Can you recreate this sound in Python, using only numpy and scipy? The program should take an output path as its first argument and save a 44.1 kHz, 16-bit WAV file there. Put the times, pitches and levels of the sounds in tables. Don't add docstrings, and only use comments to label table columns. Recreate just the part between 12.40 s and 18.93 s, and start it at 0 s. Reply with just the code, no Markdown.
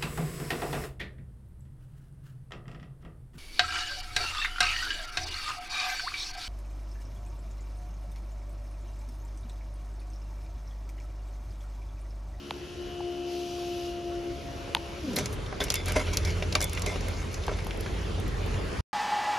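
import sys
import numpy as np
from scipy import signal
from scipy.fft import rfft, irfft, next_fast_len
from scipy.io import wavfile
from scipy.ndimage import uniform_filter1d

SR = 44100
rng = np.random.default_rng(int(sys.argv[2]) if len(sys.argv) > 2 else 0)


def master(y):
    cut = np.clip(np.atleast_2d(y).T, -1, 1)
    pcm = np.round(cut * 32767)
    wavfile.write(sys.argv[1], SR, pcm.astype(np.int16))


def elevation(decibels):
    levels = np.asarray(decibels, float)
    return 10 ** (levels / 20)


N = 287973
T = np.arange(N) / SR


def evened(x):
    return x / np.sqrt(np.mean(x ** 2) + 1e-20)


def read(points, hz):
    f, value = np.transpose(points)
    return np.interp(np.log(hz + 1), np.log(f + 1), value)


def curves(rows):
    s, *columns = np.transpose(rows)
    since_start = T - s[0] + .03 * (s[0] == 0)
    gate = np.clip(np.minimum(since_start, s[-1] - T) / .03, 0, 1)
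    return gate, *(np.interp(T, s, c) for c in columns)


def stage(start, full, ease, end):
    return np.clip(np.minimum((T - start) / (full - start), (end - T) / (end - ease)), 0, 1)


def drift(per_s):
    hz = np.geomspace(per_s / 12, per_s, num=16)
    t = T[::64, None]
    slow = (np.sin(2 * np.pi * (hz * t + rng.random(16))) / np.sqrt(hz)).sum(1)
    return np.interp(T, t[:, 0], evened(slow))


# pitch_hz, likeness_0_to_1
LIKENESS = [(60, 0.9221), (130, 0.9192), (290, 0.46), (640, 0.25), (1410, 0.14), (3100, 0.6707),
            (5500, 0.5623), (7000, 1), (16000, 0.7914)]


def noise(colour, patchy_db, alike):
    frames, hz = N // 256 + 5, np.fft.rfftfreq(1024, 1 / SR)
    a, b, c, d, patches = rng.standard_normal((frames, 513, 5)).T
    patches = evened(uniform_filter1d(uniform_filter1d(patches, 10, 0), 12, 1))
    same = np.clip(read(LIKENESS, hz) * (1 - alike) + alike, 0, 1)[:, None]
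    mid = (a + 1j * b) * np.sqrt(1 + same)
    side = (c + 1j * d) * np.sqrt(1 - same)
    z = np.array([mid + side, mid - side]) * elevation(read(colour, hz)[:, None] + patchy_db * patches)
    return evened(signal.istft(z, nperseg=1024, noverlap=768)[1][:, :N])


def groan(rows, steady, grain_s):
    gate, hz, db = curves(rows)
    grain = round(grain_s * SR)
    a, b = uniform_filter1d(uniform_filter1d(rng.standard_normal((2, N)), grain), grain)
    turn = np.exp(2j * np.pi * np.cumsum(hz) / SR)
    stumble = steady + (1 - steady) * (evened(a) + 1j * evened(b))
    return gate * elevation(db) * (stumble * (turn + 0.17405 * turn ** 2)).real


def ring(hits, modes):
    out = np.zeros(N)
    for h, (hz, t60, db) in zip(hits, modes):
        r, w = elevation(-60 / (t60 * SR)), 2 * np.pi * hz / SR
        poles = [1, -2 * r * np.cos(w), r ** 2]
        out += signal.lfilter([0, elevation(db) * r * np.sin(w)], poles, h + 1e-12)
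    return out


def add(mix, s, sound):
    part = mix[round(s * SR):][:len(sound)]
    part += sound[:len(part)]


# time_s, turns_hz
SHAFT_SPEED = [(0, 70.5), (.5, 70.6), (.62, 70.25), (1.2, 70), (1.45, 69.65), (1.7, 69.5), (2.05, 69.1),
               (2.62, 69.1)]


def shaft_turn():
    return 2 * np.pi * np.cumsum(curves(SHAFT_SPEED)[1]) / SR


# multiple_of_shaft, level_db
LOW_ORDERS = [(1, -51), (2, -56), (3, -57), (4, -51), (6, -56), (7, -61), (9, -60), (15, -66), (19, -66),
              (20, -66)]
# multiple_of_shaft, level_db
SLOT_ORDERS = [(34, -70), (36, -68), (37, -64), (38, -68), (39, -68), (40, -67), (41, -60), (43, -59),
               (45, -68), (46, -70), (48, -70)]
# time_s, gain_db
SLOT_GAIN = [(0, -2.5), (.9, 0.5), (1.4, 1), (1.8, -4), (2.0, -8), (2.62, -1)]
# time_s, share_0_to_1
GEAR_LOAD = [(0, 0), (.33, .3), (.55, .78), (1.2, 0.96), (1.75, 0.93), (2.0, 0.82), (2.62, .6)]
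# time_s, level_db
FIFTH_ORDER = [(0, -47), (.07, -45), (.16, -40.5), (.24, -42), (.33, -44), (.385, -39), (.46, -39),
               (.496, -48), (.53, -38), (.66, -35), (1.2, -36), (1.92, -36), (1.99, -47), (2.62, -48)]
TENTH_DB, TENTH_LIGHT_DB = -42, -26
EIGHTH_DB, EIGHTH_GAIN_DB_PER_S = -66.5, 6
BEAT_PER_S, BEAT_TOP_S = 12.8, .155
BEAT_ASIDE = (.07, .09, .36, .385)  # starts, full, eases, gone [s]


def shaft_whine(turn):
    gate, load = curves(GEAR_LOAD)
    on = slice(np.count_nonzero(gate) + 1)
    aside = stage(*BEAT_ASIDE) + (T > FIFTH_ORDER[-2][0])
    throb = 1 - aside * (1 + np.cos(np.pi * BEAT_PER_S * (T - BEAT_TOP_S)))
    fifth_db = curves(FIFTH_ORDER)[1]
    tenth_db = TENTH_DB + TENTH_LIGHT_DB * (1 - load)
    eighth_db = EIGHTH_DB + EIGHTH_GAIN_DB_PER_S * T
    slot_db = curves(SLOT_GAIN)[1] + 1.052
    lines = np.zeros(N)
    for k, db, swell in ((5, fifth_db, throb), (10, tenth_db, 1), (8, eighth_db, 1)):
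        lines += elevation(db + 1.0 * drift(25)) * np.sin(k * turn) * swell
    for k, db in LOW_ORDERS + SLOT_ORDERS:
        gain_db = np.where(k > 30, slot_db[on], -2.5)
        level = elevation(db + gain_db + 2.034 * drift(10.097)[on])
        lines[on] += level * np.sin(round(k) * turn[on] + 6.937 * rng.random())
    return gate * lines


# time_s, pitch_hz, level_db
GEAR_WEAR = [(0, 353, -62), (.6, 351, -56), (1.9, 346, -56), (2.15, 345, -48), (2.4, 345, -52),
             (2.64, 345, -50)]
# time_s, pitch_hz, level_db
FIFTH_RUNDOWN = [(2.6, 344.3, -50.5), (2.65, 308.9, -31), (2.71, 235, -31), (2.75, 170.4, -37.5),
                 (2.79, 124.9, -50.5)]
# time_s, pitch_hz, level_db
TENTH_RUNDOWN = [(2.65, 640, -47), (2.73, 379.3, -43), (2.77, 240.7, -35), (2.81, 187.7, -31),
                 (2.86, 139.2, -35), (2.93, 109.8, -53)]


def gear_groan():
    return groan(GEAR_WEAR, 0, .03) + groan(FIFTH_RUNDOWN, .7, .007) + groan(TENTH_RUNDOWN, .4, .007)


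# pitch_hz, level_db
AIR_COLOUR = [(530, -52.5), (900, -24), (1370, -12), (1770, -18), (2930, 0), (3710, -3), (5630, -3),
              (7300, -12), (8500, -11.5), (10000, -16.5), (11600, -17), (13500, -18), (15400, -17),
              (16300, -47)]
AIR_DB, VENT_DB, BRAKE_DB = -53, 7, 6.5
VENT = (.84, .93, 1.47, 1.58)
BRAKE = (2.55, 2.7, 2.72, 2.9)


def guard_air(turn):
    air_db = AIR_DB + VENT_DB * stage(*VENT) + BRAKE_DB * stage(*BRAKE)
    running = np.clip((BRAKE[-1] - T) / .03, 0, 1)
    pulse = 1 + 0.066 * np.cos(turn)
    return running * elevation(air_db - 1.0) * pulse * noise(AIR_COLOUR, 1.0, 0.35)


# time_s, left_over_right_db
MOTOR_LEAN = [(0, 2.5), (.7, 4), (1.2, 2), (2.3, 3.5), (2.8, 0.5)]


def motor():
    turn = shaft_turn()
    tones = shaft_whine(turn) + gear_groan()
    lean_db = curves(MOTOR_LEAN)[1] * np.array([[.5], [-.5]])
    return (np.sqrt(2) * tones + guard_air(turn)) * elevation(lean_db)


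# time_s, rumble_db
TRAFFIC_LEVEL = [(0, -60.5), (.2, -49.5), (.52, -44.5), (.92, -55.5), (1.37, -43.5), (2.2, -41),
                 (2.5, -43.5), (2.92, -33), (3.65, -36.5), (3.9, -33), (4.97, -36), (5.67, -33), (6.3, -31)]
# pitch_hz, level_db_per_hz
RUMBLE_COLOUR = [(12, -54), (20, -8), (43, 2), (80, 0.5), (135, -11.5), (182, -15), (220, -18.5),
                 (357, -15), (431, -12.5), (500, -26.5), (650, -21.5), (1100, -120)]
# pitch_hz, level_db_per_hz
WASH_COLOUR = [(88, -34.5), (150, -2), (234, -5), (428, -3.5), (668, -9), (1600, -13.5), (1830, -15),
               (2810, -17), (4840, -23), (7270, -28), (9000, -27), (11000, -39), (15400, -44),
               (16300, -66.5)]
WASH_DB, WASH_SHARE, WASH_LAG_S = -43.5, 0.4261, 0.76
PULL_DB, PULL_S = 2.2, (4.8857, 6.2)
SHELTER_DB, SHELTER = -3, (1.0, 1.4, 1.95, 2.2)


def road():
    rumble_db = curves(TRAFFIC_LEVEL)[1]
    slow_db = uniform_filter1d(rumble_db, round(WASH_LAG_S * SR), mode="nearest")
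    wash_db = WASH_DB + WASH_SHARE * (slow_db + 34)
    wash_db += np.interp(T, PULL_S, (0, PULL_DB)) + SHELTER_DB * stage(*SHELTER)
    rumble = elevation(rumble_db + .5 + .7 * drift(8)) * noise(RUMBLE_COLOUR, 1, 0)
    return rumble + elevation(wash_db + 3.0 + 0.7 * drift(5)) * noise(WASH_COLOUR, 2.0493, 0.081)


# start_s, peak_db, case_ring_hz, ring_re_peak_db, pitch_sag_share
HAND_CLICKS = [
    (.1087, -16.5, 1155, -4, .8),
    (.606, -42, 868.3, 17, 0.26),
    (2.3487, -19, 899, -21, 0.01),
    (2.3492, -19, 1900, -6, .5),
    (2.3498, -4.5, 1020, -12.5, .25),
    (2.3669, -28.5, 912, 6, 0),
    (2.3701, -22.5, 900.1, -14, 0.04),
    (5.081, -23, 1160, 6, .9),
    (5.09, -36, 620, 12, .5),
    (5.2675, -31, 1190, 7, 1.2),
]


def hand():
    out, t = np.zeros((2, N)), T[:1500]
    grit = rng.standard_normal((len(HAND_CLICKS), 2, 1500))
    rise = np.exp(-((t - .0006) / 0.00021) ** 2)
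    for (s, db, hz, ring_db, sag), pair in zip(HAND_CLICKS, grit):
        hard = elevation(.4 * db)
        bright = 0.22 * np.sin(2 * np.pi * 10500 * t) + 0.2 * np.sin(2 * np.pi * 6700 * t)
        snap = hard * bright - np.sin(2 * np.pi * 3100 * (t - .0006))
        case = np.sin(2 * np.pi * hz * (t - sag * 60 * t ** 2))
        case = case * np.exp(-t / 0.0035) * np.minimum(t / 0.00161, 1)
        for side, row in zip(out, pair):
            add(side, s - .0006, elevation(db) * (rise * (snap + .015 * row) + elevation(ring_db) * case))
    return out


# start_s, rattle_db, dies_60_db_s, low_body_re_rattle_db
SKIRT_SHAKES = [(2.7, -53.5, 1.27, 19.5), (2.76, -29, 0.6215, 0), (3.2, -26, .25, 1),
                (3.3, -33, 0.0016, -8.5), (3.345, -30.5, 0.2702, -12), (3.462, -33, 3, -3),
                (3.552, -22, .3, 5), (3.727, -32, .3, -6), (3.847, -33, 0.4295, -2.5), (4.15, -25, .13, -8),
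                (4.21, -27, 0.1791, -2.5), (4.33, -37, 0.3832, -14.5), (4.459, -29, 0.42, 3.5),
                (4.69, -41, .5, -10.5), (5.082, -42, .35, 18), (5.4, -41, 2.0171, -6)]
SOFT_DB, SHAKE_RISE_S = -29.5, .005
SWING_DB, SWING_LOW_DB = -44, -5.5
SWING = (3.2, 3.3, 5.2, 5.6)


def shaking():
    t, (s, db, t60, low_db) = T[::32], np.transpose(SKIRT_SHAKES)[:, :, None]
    rise = np.clip((t - s) / (SHAKE_RISE_S * elevation(db - SOFT_DB)), 0, 1)
    shakes = (rise * elevation(db - 60 * np.maximum(t - s, 0) / t60)) ** 2
    brush = (stage(*SWING) * elevation(SWING_DB)) ** 2
    high, low = (np.interp(T, t, p.sum(0)) for p in (shakes, shakes * elevation(2 * low_db)))
    return np.sqrt(high + brush), np.sqrt(low + brush * elevation(2 * SWING_LOW_DB))


# pitch_hz, level_db_per_hz
METAL_COLOUR = [(590, -28), (1000, -11.5), (1900, -14), (2180, -4.5), (2450, -11), (2650, -14.5),
                (6340, -15.5), (7440, -18.5), (9040, -20), (10500, -25.5), (12800, -37), (15400, -36.5),
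                (16300, -60)]
# pitch_hz, dies_60_db_s, level_db
BAR_MODES = [(1590, 0.04, -1), (2110, 0.06, -3), (2210, .08, -16.5), (2340, .05, -32.5), (2650, 0.05, 4.5),
             (3490, 0.05, -6), (4270, .04, -4), (4300, .05, -8), (5117.2, .045, -5), (5414.1, 0.021, 1.5),
             (6700, 0.043, -15.5), (10100, 0.033, -34)]
# pitch_hz, dies_60_db_s, level_db
BOOM_MODES = [(276.79, 0.10326, -1.5), (410.91, 0.10777, 1), (525.93, 0.03307, 9), (612, 0.085, 0),
              (744.95, 0.056, -1.5), (985.72, 0.044, 0.5), (1338, 0.031, -3)]


def rattle():
    high, low = shaking()
    struck = rng.random(N) < 1500 / SR
    size = elevation(3 * np.minimum(rng.exponential(1, N), 4) + 3.2 * drift(90)) * struck
    which = rng.integers(0, len(BAR_MODES), N)
    grains = signal.lfilter([1], [1, -np.exp(-1 / (0.0047 * SR))], size)
    metal = np.sqrt(evened(grains)) * noise(METAL_COLOUR, 3.915, 0.7)
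    bars = ring([size * high * (which == k) for k in range(len(BAR_MODES))], BAR_MODES)
    body = ring([size * low * (which == k) for k in range(len(BOOM_MODES))], BOOM_MODES)
    unit = np.sqrt(np.mean(size ** 2))
    return elevation(-5) * high * metal + (elevation(-32) * bars + elevation(-26) * body) / unit


# start_s, peak_db, brightness_hz, dies_60_db_s
TIP_CLINKS = [(2.7323, -31, 6350, .03), (2.7595, -19, 11000, .06), (2.7849, -19, 7000, .05),
              (2.8576, -20, 6319, .02), (2.924, -35, 9500, .15), (3.2385, -19, 9000, .03),
              (3.302, -11, 5695, .018), (3.3206, -21, 7480, .015), (3.3408, -11, 9260, .012),
              (3.3551, -16, 6500, .02), (3.4586, -23.5, 8500, .015), (3.482, -24, 9000, .03),
              (3.5205, -21, 9000, .02), (3.7335, -24, 6000, .06), (3.771, -9, 7000, .014),
              (3.849, -23, 5637, .04), (3.905, -29, 6500, .015), (4.125, -21, 5001, .025),
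              (4.1532, -7, 4300, .012), (4.205, -18.5, 5986, .02), (4.2148, -16, 9000, .011),
              (4.2243, -16, 8000, .035), (4.2423, -13.5, 9244, .013), (4.296, -25, 7000, .012),
              (4.332, -21.5, 9456, .015), (4.35, -27, 7000, .012), (4.394, -29, 8000, .02),
              (4.4198, -19.5, 6645, .02), (4.4617, -22, 6514, .03), (4.608, -31, 6660, .02),
              (4.6837, -28, 9000, .02), (4.927, -38, 11000, .04), (4.9416, -28, 6270, .025),
              (5.0665, -31, 6500, .012), (5.171, -35, 8000, .015), (5.2458, -36, 11000, .015),
              (5.2688, -28, 10500, .015), (5.374, -35, 10500, .015), (5.4074, -29, 11000, .015),
              (5.8001, -34, 11000, .012), (5.8799, -33, 11000, .012), (6.062, -36, 11000, .012)]


def clinks():
    out, t, hz = np.zeros((2, N)), T[:2000], np.fft.rfftfreq(2000, 1 / SR)
    chance = rng.standard_normal((len(TIP_CLINKS), 3, 2000))
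    for (s, db, bright_hz, t60), (both, left, right) in zip(TIP_CLINKS, chance):
        octaves = np.log2((hz + 1) / bright_hz)
        colour = elevation(np.where(octaves < 0, 9.0 * octaves, -17 * octaves)) / (1 + (hz / 15800) ** 20)
        fall = elevation(-60 * t / t60) + .1 * elevation(-15 * t / t60)
        snap = (both + .45 * np.array([left, right])) * np.minimum(t / t60 * 30, 1) * fall
        snap = irfft(rfft(snap) * colour, 2000) * np.cos(np.pi / 2 * t / t[-1])
        for side, sound in zip(out, snap):
            add(side, s, elevation(db - .6) * sound / abs(snap).max())
    return out


# start_s, peak_db, ping_hz, low_knock_re_peak_db
BAR_TICKS = [(2.7655, -20, 4221, -20.5), (2.7857, -23, 2203, -5), (2.858, -32, 2210, -11),
             (3.062, -35, 3650, -20), (3.1263, -31.5, 1590, 2.5), (3.2032, -27, 1600, -6),
             (3.2036, -24, 3352, -2), (3.2396, -28, 3470, -15), (3.268, -33, 1600, -10),
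             (3.283, -30, 2650, -3.5), (3.3027, -19, 4270, -13.5), (3.3408, -24, 2744, -26.5),
             (3.323, -30, 2500, -20), (3.4005, -32, 2550, -20), (3.4595, -33, 2100, -8),
             (3.481, -31, 1700, -15), (3.494, -31, 2000, -15), (3.508, -32, 1200, -5),
             (3.519, -27, 2600, -10), (3.5599, -25, 2110, -6.5), (3.6646, -35, 2570, -1),
             (3.6761, -31, 2130, -20), (4.1545, -17, 1100, -8), (3.7728, -20, 4397, -34.5),
             (4.0239, -23, 2663, -5.5), (4.1236, -30.5, 4019, -6), (4.152, -12, 2900, -20),
             (4.2052, -33, 1605, 2), (4.2139, -25.5, 2293, -15), (4.3289, -32, 2083, -28),
             (4.375, -23, 2109, -39), (4.4618, -26, 2302, -7), (4.559, -31, 2610, 2),
             (4.6084, -33, 1670, -5), (4.6837, -32, 2100, -15), (5.0359, -33, 3620, -20),
             (5.1367, -34, 3560, -20), (5.1871, -30, 2130, -20), (6.1409, -33, 1590, -20),
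             (5.0805, -28, 1598, -6), (5.094, -29, 490, 2), (5.3086, -23.5, 2126, -27.5),
             (5.4619, -31, 1700, -7.5)]
SOFT_RING_S, HARD_SHARE = 0.021726, 0.35215


def ticks():
    n_bars, n_body = len(BAR_MODES), len(BOOM_MODES)
    out, bars, body = np.zeros(N), np.zeros((n_bars, N)), np.zeros((n_body, N))
    chance = rng.standard_normal((len(BAR_TICKS), 2000 + n_bars + n_body))
    t, hz = T[:2000], np.fft.rfftfreq(2000, 1 / SR)
    for (s, db, ping_hz, low_db), row in zip(BAR_TICKS, chance):
        t60 = SOFT_RING_S * elevation(HARD_SHARE * (SOFT_DB - db))
        fall = elevation(-60 * t / max(t60, .004))
        colour = elevation(.5 * read(METAL_COLOUR, hz) - 10.0 * abs(np.log2((hz + 1) / ping_hz)))
        crack = row[:2000] * (fall + 0.19 * elevation(-60 * t / 0.17))
        crack = irfft(rfft(crack) * colour, 2000) * np.cos(np.pi / 2 * t / t[-1])
        ping = .45 * np.sin(2 * np.pi * ping_hz * t) * fall ** .8
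        strike = (crack / abs(crack).max() + ping) * np.minimum(t / 0.00027, 1)
        add(out, s, elevation(db + 1.0) * strike)
        near = elevation(-9.0 * abs(np.log2(np.array(BAR_MODES)[:, 0] / ping_hz)))
        bars[:, round(s * SR)] += elevation(db - 19.5) * near * np.tanh(row[2000:2000 + n_bars])
        body[:, round(s * SR)] += elevation(db + low_db - 5.5) * np.tanh(2 * row[-n_body:])
    return out + ring(bars, BAR_MODES) + ring(body, BOOM_MODES)


# time_s, second_order_db
EXHAUST_BOOM = [(3.2, -48), (3.57, -36), (4.0, -34.5), (4.7, -38), (5.3, -44), (5.5, -40.5), (6.5, -38.5)]
IDLE_S, IDLE_HZ, REV_HZ, REV_S = 3.2, 43.647, 45.523, (5.3, 5.6)
FIRST_DB, LOPE_DB = -39, 3


def idling_engine():
    hz = np.interp(T, REV_S, (IDLE_HZ, REV_HZ))
    gate = np.clip((T - IDLE_S) / .03, 0, 1)
    turn = 2 * np.pi * np.cumsum(hz * (1 + 0.0045 * drift(10))) / SR
    firing = elevation(FIRST_DB + LOPE_DB * drift(6)) * np.sin(turn)
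    boom_level = elevation(curves(EXHAUST_BOOM)[1] + 1.5 * drift(12))
    boom = boom_level * (np.sin(2 * turn) + 0.26636 * np.sin(4 * turn))
    return np.sqrt(2) * gate * (firing + boom) * elevation(np.array([[-.8], [.8]]))


# start_s, level_db, pitch_hz, dies_60_db_s
BAR_RINGS = [
    (3.204, -27, 3480, .1),
    (3.212, -29, 1590, .1),
    (3.356, -32, 3490, .3),
    (3.36, -38, 5030, .2),
    (3.559, -25, 2150, .2),
    (3.735, -38, 2220, .12),
    (4.227, -33, 3490, .25),
    (4.47, -34, 2110, .4),
    (4.48, -43, 3480, .3),
]


def rings():
    out, t = np.zeros(N), T[:9000]
    chance = rng.standard_normal((len(BAR_RINGS), 2, 9000))
    for (s, db, hz, t60), row in zip(BAR_RINGS, chance):
        a, b = evened(uniform_filter1d(uniform_filter1d(row, 200), 200))
        hum = ((.6 + .5 * (a + 1j * b)) * np.exp(2j * np.pi * hz * t)).real
        edges = np.minimum(t / .003, 1) * np.cos(np.pi / 2 * t / t[-1])
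        add(out, s, elevation(db - 60 * t / t60) * hum * edges)
    return out


# time_s, pitch_hz, level_db
PULLING_AWAY = [(5.42, 44.76, -47), (5.53, 53.17, -30), (5.66, 64.4, -47.5), (5.75, 79.46, -29.5),
                (5.84, 109.8, -42), (5.9, 122.3, -54.5)]


def vehicle_surge():
    return np.sqrt(2) * groan(PULLING_AWAY, 0.888, 0.0414)


def yard(x):
    sparse = rng.choice([-1., 1.], (2, 5000)) * (rng.random((2, 5000)) < .05)
    taps = sparse * elevation(-60 * T[:5000] / 0.041)
    taps[:, :90] = 0
    return signal.fftconvolve(x[None], taps / np.linalg.norm(taps[0]), axes=1)[:, :N]


def scene():
    outdoors = road() + idling_engine() + vehicle_surge()
    clicks = hand() * elevation(np.array([[.4], [-.4]]))
    strikes = ticks() + rings()
    return motor() + outdoors + clicks + rattle() + strikes + elevation(-8) * yard(strikes) + clinks()


# pitch_hz, left_leads_rad
PORT_LEAD = [(0, 0), (5250, 0), (6100, -.3), (6900, -.9), (7600, -2.4), (8000, -2.95), (8900, -3.4),
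             (9400, -4.2), (10100, -5.6), (11500, -6.28), (12800, -7), (14000, -8.9), (15000, -9.42),
             (16500, -9.7)]


def two_ports(dry):
    size = next_fast_len(N + 2048)
    hz = np.fft.rfftfreq(size, 1 / SR)
    turn = np.exp(.5j * read(PORT_LEAD, hz) * np.array([[1], [-1]]))
    low_cut = np.sqrt(1 + (38 / (hz + 1)) ** 14)
    return irfft(rfft(dry, size) * turn / low_cut, size)[:, :N]


def starve(x, under_db, quiet_db):
    z = signal.stft([x[0] + x[1], x[0] - x[1]], nperseg=2048, noverlap=1024)[2][:, :1024]
    band_db = 10 * np.log10((abs(z) ** 2).reshape(2, 64, 16, -1).mean(2) + 1e-20)
    keep = (band_db > band_db[::-1] - under_db) & (band_db > quiet_db)
    keep[:, :6] = True
    z = np.pad(z * np.repeat(keep, 16, axis=1), ((0, 0), (0, 1), (0, 0)))
    mid, side = signal.istft(z, nperseg=2048, noverlap=1024)[1][:, :N]
    return np.array([mid + side, mid - side]) / 2


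END_S, END_FALL_DB_PER_S = 6.408, 1150


def abrupt_end(x):
    after = np.maximum(T - END_S, 0)
    return x * elevation(-32 * np.minimum(after / .002, 1) - END_FALL_DB_PER_S * after)


def low_pass(x):
    return signal.sosfilt(signal.butter(12, 16650, fs=SR, output="sos"), x)


def record(dry):
    x = two_ports(dry)
    x = starve(x, under_db=12.5, quiet_db=-89)
    return low_pass(abrupt_end(x))


dry = scene()
out = record(dry)
master(out)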